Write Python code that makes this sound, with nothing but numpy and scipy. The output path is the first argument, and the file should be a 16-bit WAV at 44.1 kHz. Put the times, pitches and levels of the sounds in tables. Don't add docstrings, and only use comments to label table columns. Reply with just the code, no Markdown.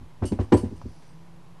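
import sys
import numpy as np
from scipy import signal
from scipy.fft import rfft, irfft
from scipy.io import wavfile

SR = 44100
rng = np.random.default_rng(int(sys.argv[2]) if len(sys.argv) > 2 else 0)


def transcribe(u):
    v = np.clip(np.atleast_2d(u).T, -1, 1)
    q = np.round(v * 32767).astype(np.int16)
    wavfile.write(sys.argv[1], SR, q)


def invert_db(level):
    return 10 ** (np.asarray(level, dtype=float) / 20)


N = 70560


def evened(x):
    return x / np.sqrt(np.mean(abs(x) ** 2) + 1e-20)


def curve(table, col=1):
    table = np.array(table)
    return np.interp(np.arange(N) / SR, table[:, 0], table[:, col])


def add(mix, start_s, sound):
    part = mix[round(start_s * SR):][:len(sound)]
    part += sound[:len(part)]


def read(points, hz):
    f, value = np.transpose(points)
    return np.interp(np.log(hz), np.log(f), value)


def coloured(db_of_hz, size):
    spectrum = rfft(rng.standard_normal(size))
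    hz = np.fft.rfftfreq(size, 1 / SR) + 1
    return evened(irfft(spectrum * invert_db(db_of_hz(hz)), size))


def slow_noise(width_hz):
    r = np.exp(-np.pi * width_hz / SR)
    white = rng.standard_normal((N + SR, 2)) @ [1, 1j]
    return evened(signal.lfilter([1], [1, -r], white)[SR:])


def ring(hz, db, t60_s, t):
    return invert_db(db - 60 * t / t60_s) * np.sin(2 * np.pi * hz * t)


def phase(table):
    return 2j * np.pi * np.cumsum(curve(table)) / SR


def room_noise():
    # pitch_hz, relative_level_db (per Hz)
    floor = [(20, -23), (35, 0), (60, -12), (110, -6.5), (140, -5.5), (200, -14.5), (330, -18), (600, -21),
             (1000, -19.5), (1300, -27), (3000, -33), (9000, -43.5), (12400, -42.5), (14000, -72)]
    return invert_db(-53) * coloured(lambda hz: read(floor, hz), N)


def hiss():
    # time_s, level_db
    hiss_level = [(0, -95), (.5, -64), (.68, -63.5), (.9, -61), (1.1, -64), (1.25, -75), (1.6, -97)]
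    # centre_hz, width_hz, relative_level_db
    hiss_bands = [(4730, 140, -12), (5070, 1500, -4.5), (5920, 53, -10)]
    t, out = np.arange(N) / SR, np.zeros(N)
    for hz, width_hz, db in hiss_bands:
        out += invert_db(db) * (slow_noise(width_hz) * np.exp(2j * np.pi * hz * t)).real
    return invert_db(curve(hiss_level)) * out


def motor_hum():
    # time_s, pitch_hz, level_db
    motor = [(0, 157.3, -59.5), (.2, 159, -66), (.9, 161, -53), (1.06, 160.5, -62), (1.14, 159.4, -56),
             (1.25, 167.9, -53.5), (1.4, 167.2, -53.5), (1.46, 170.8, -66), (1.51, 170, -51),
             (1.6, 168.6, -61.5)]
    # multiple, relative_level_db
    orders = [(1, 8.5), (2, -8)]
    width_hz, steady = 9.1, 0.72
    turn, out = phase(motor), np.zeros(N)
    for k, db in orders:
        waver = steady + (1 - steady) * slow_noise(width_hz * k)
        out += invert_db(db) * (waver * np.exp(k * turn)).real
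    return invert_db(curve(motor, col=2)) * out


def whine():
    # time_s, pitch_hz, level_db
    whine_path = [(0, 950, -73), (1.2, 987, -70.5), (1.4, 997.3, -72), (1.5, 1078, -63), (1.6, 1108, -63)]
    tone = (slow_noise(20) * np.exp(phase(whine_path))).real
    return invert_db(curve(whine_path, col=2)) * tone


def whistle():
    # time_s, pitch_hz, level_db
    whistle_path = [(.87, 9400, -83), (.9, 9700, -70), (.93, 9860, -76), (.96, 9930, -70), (.99, 9730, -74),
                    (1.03, 9460, -77), (1.06, 9400, -82), (1.08, 8700, -70), (1.12, 8350, -74),
                    (1.14, 8195, -90)]
    t = np.arange(N) / SR
    tone = ((1 + 0.6 * slow_noise(90)) * np.exp(phase(whistle_path))).real
    sounding = (t > whistle_path[0][0]) & (t < whistle_path[-1][0])
    return invert_db(curve(whistle_path, col=2)) * tone * sounding


def background():
    return room_noise() + hiss() + motor_hum() + whine() + whistle()


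def room(x):
    tail_db, t60_s = -15.5, 0.35
    t = np.arange(SR // 2) / SR
    tail = rng.standard_normal(len(t)) * invert_db(-60 * t / t60_s) * np.minimum(t / 0.03, 1)
    return invert_db(tail_db) * signal.fftconvolve(x, tail / np.linalg.norm(tail))[:N]


def metal_ring():
    start_s, level_db, pitch_hz, rise_s, t60_s = 0.534, -38, 8000, 0.006, 0.12
    t, out = np.arange(SR // 2) / SR, np.zeros(N)
    add(out, start_s, np.minimum(t / rise_s, 1) * ring(pitch_hz, level_db, t60_s, t))
    return out


def beads():
    # start_s, level_db, hold_s, t60_s
    rattles = [(0.223, -70, 0.0062, .1), (.253, -44, 0.028, 0.14), (0.425, -64.5, 0.011, .15),
               (.535, -49, 0.011, 0.16), (0.568, -48.5, 0.022, 0.19), (0.761, -65, 0.019, 0.07)]
    # pitch_hz, relative_level_db, t60_s
    bead_modes = [(2920, -1.5, 0.018), (4540, -3, 0.015), (5200, -2, 0.0064), (5970, -9, .012),
                  (6460, -8.5, 0.024), (7490, -3, .04), (8580, 1.5, 0.022), (8985, -2.5, 0.023),
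                  (9470, -9, 0.024), (9730, -6, 0.023), (10440, -13, .02), (11250, -10, 0.018),
                  (12100, -30, .02)]
    clicks_per_s, spread_db, rise_s = 2100, 2.5, 0.00079
    t, level = np.arange(SR // 2) / SR, np.zeros(N)
    for start_s, db, hold_s, t60_s in rattles:
        fade = invert_db(db - 60 * np.maximum(t - hold_s, 0) / t60_s)
        add(level, start_s, np.minimum(t / rise_s, 1) * fade)
    hit = rng.random((len(bead_modes), N)) < clicks_per_s / SR
    strength = invert_db(spread_db * np.minimum(rng.exponential(1, hit.shape), 3))
    clicks = hit * strength * rng.choice([-1, 1], hit.shape)
    rings = np.array([ring(*mode, t[:3000]) for mode in bead_modes])
    rings *= invert_db(np.array(bead_modes)[:, 1:2]) / np.linalg.norm(rings, axis=1, keepdims=True)
    rung = signal.fftconvolve(level * evened(clicks), rings, axes=1)[:, :N]
    return rung.sum(0) / np.linalg.norm(rings)


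def ticks():
    # start_s, level_db, pitch_hz
    tick_list = [(.2225, -34, 950), (0.321, -35, 4300), (.389, -33, 1110), (.8155, -33, 990)]
    t, out = np.arange(2000) / SR, np.zeros(N)
    for start_s, db, hz in tick_list:
        add(out, start_s, ring(hz, db, 13 / hz, t))
    return out


def clacks():
    # start_s, level_db, rise_s, t60_s, tilt_db_per_octave
    clack_list = [(.098, -52.5, 0.0083, 0.049, -4.5), (.222, -33.5, 0.0032, 0.11, -4.5),
                  (0.229, -39, 0.013, 0.082, 0), (0.3202, -44.5, 0.00081, 0.15, 2.5),
                  (.389, -26, 0.0014, 0.05, -8), (.398, -38.5, 0.0032, 0.082, 0),
                  (0.408, -45.5, 0.0034, 0.16, 2), (.5205, -20.5, 0.0037, 0.12, -1),
                  (.57, -46, 0.0036, 0.11, 5), (.64, -48.5, 0.0049, 0.18, 1.5),
                  (.8155, -46, 0.0012, 0.063, -3), (1.02, -56.5, 0.0038, 0.14, 3)]
    # pitch_hz, relative_level_db (per Hz)
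    clack_spectrum = [(400, -7), (700, -0.5), (1000, -4.5), (1400, -10), (2000, -13), (3100, -19.5),
                      (5000, -26), (8000, -32), (10500, -39.5), (12400, -62)]
    t, out = np.arange(SR // 3) / SR, np.zeros(N)
    for start_s, db, rise_s, t60_s, tilt in clack_list:
        def tilted(hz):
            return read(clack_spectrum, hz) + tilt * np.log2(np.clip(hz, 600, 12000) / 1000)
        fade = invert_db(db - 60 * np.maximum(t - rise_s, 0) / t60_s)
        add(out, start_s, np.minimum(t / rise_s, 1) * fade * coloured(tilted, len(t)))
    return out


def taps():
    # start_s, level_db, contact_ms, bass_db (first desk mode and sway), pair_db (next two modes)
    tap_list = [(.004, -44, 2.7, 6, 4), (0.02, -43.5, 4.2, 7.5, 6), (.211, -37.5, 2.7, 8, 9.5),
                (0.2209, -25.5, 0.7, 7.5, 4), (0.242, -22.5, 1.87, -25, 0), (0.252, -35, 3.9, 2, 11),
                (0.31, -33, 5.1, 0, 23), (0.3179, -19.5, 1.36, -2, 7), (.327, -22, 2.1, -14, 0.5),
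                (0.353, -49, 2.9, -20, -13), (0.39, -25.5, 0.7, 10, 6), (.409, -25.5, 1.2, -8, -4),
                (0.432, -50.5, 2.8, 18, 3), (0.5189, -10.5, 0.98, -10, -8), (.525, -8, 1.12, -6.5, 5.5),
                (0.5324, -23, 2, 9, -7.5), (0.542, -7.5, 1.36, -7.5, -28), (0.57, -33, 1.5, 10, 3),
                (.63, -23.5, 1.62, -1.5, 8.5), (.653, -39.5, 1.73, 14, 17), (.708, -37.5, 2.02, 2, 4),
                (.718, -35, 2.06, -18, 9), (.728, -40, 0.89, 5, -16), (0.763, -49, 3.7, 13, 3.5),
                (0.833, -50, 3.8, 18.5, 12), (.851, -33.5, 1.78, 4.5, 7), (0.901, -58.5, 1.5, 8.5, 3)]
    # pitch_hz, relative_level_db, t60_s
    desk_modes = [(96, 4.5, 0.1), (205, -1.5, 0.055), (246, 0, 0.083), (286, 3, 0.047), (366, 1.5, 0.075),
                  (476, -8.5, 0.081), (517, -15, 0.14), (418, -7.5, 0.057), (594.4, -14, 0.11),
                  (655, -24, 0.13), (760.4, -14.5, 0.075), (840, -19.5, 0.17), (982, -12, 0.087),
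                  (1130, -25, 0.14), (1337, -15, 0.034)]
    sway = (61.6, -1, 0.17)
    rise_cycles = 0.5
    t, out = np.arange(SR // 2) / SR, np.zeros(N)
    modes = []
    for k, (hz, db, t60_s) in enumerate(desk_modes + [sway]):
        swell = 1 - np.exp(-t * hz / rise_cycles)
        modes.append((-1) ** k * ring(hz, db, t60_s, t) * swell)
    for start_s, db, contact_ms, bass_db, pair_db in tap_list:
        u = np.arange(220) / SR * 1000 / contact_ms
        push = np.sin(np.pi * np.minimum(u, 1)) ** 2
        share = invert_db([bass_db, pair_db, pair_db] + [0] * (len(desk_modes) - 3) + [bass_db])
        add(out, start_s, invert_db(db) * np.convolve(share @ np.array(modes), push / push.sum()))
    return out


def scene():
    near = metal_ring() + beads() + ticks() + clacks() + taps()
    return (background() + near + room(near))[None]


def roll_off(x):
    return signal.sosfilt(signal.butter(12, 12520, fs=SR, output="sos"), x)


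def record(dry):
    low_hz, stop_hz, offset = 52, 13300, 0.0055
    heard = signal.sosfilt(signal.butter(2, low_hz, "high", fs=SR, output="sos"), dry)
    heard = signal.sosfilt(signal.cheby2(10, 45, stop_hz, fs=SR, output="sos"), heard)
    return roll_off(heard + offset)


dry = scene()
out = record(dry)
transcribe(out)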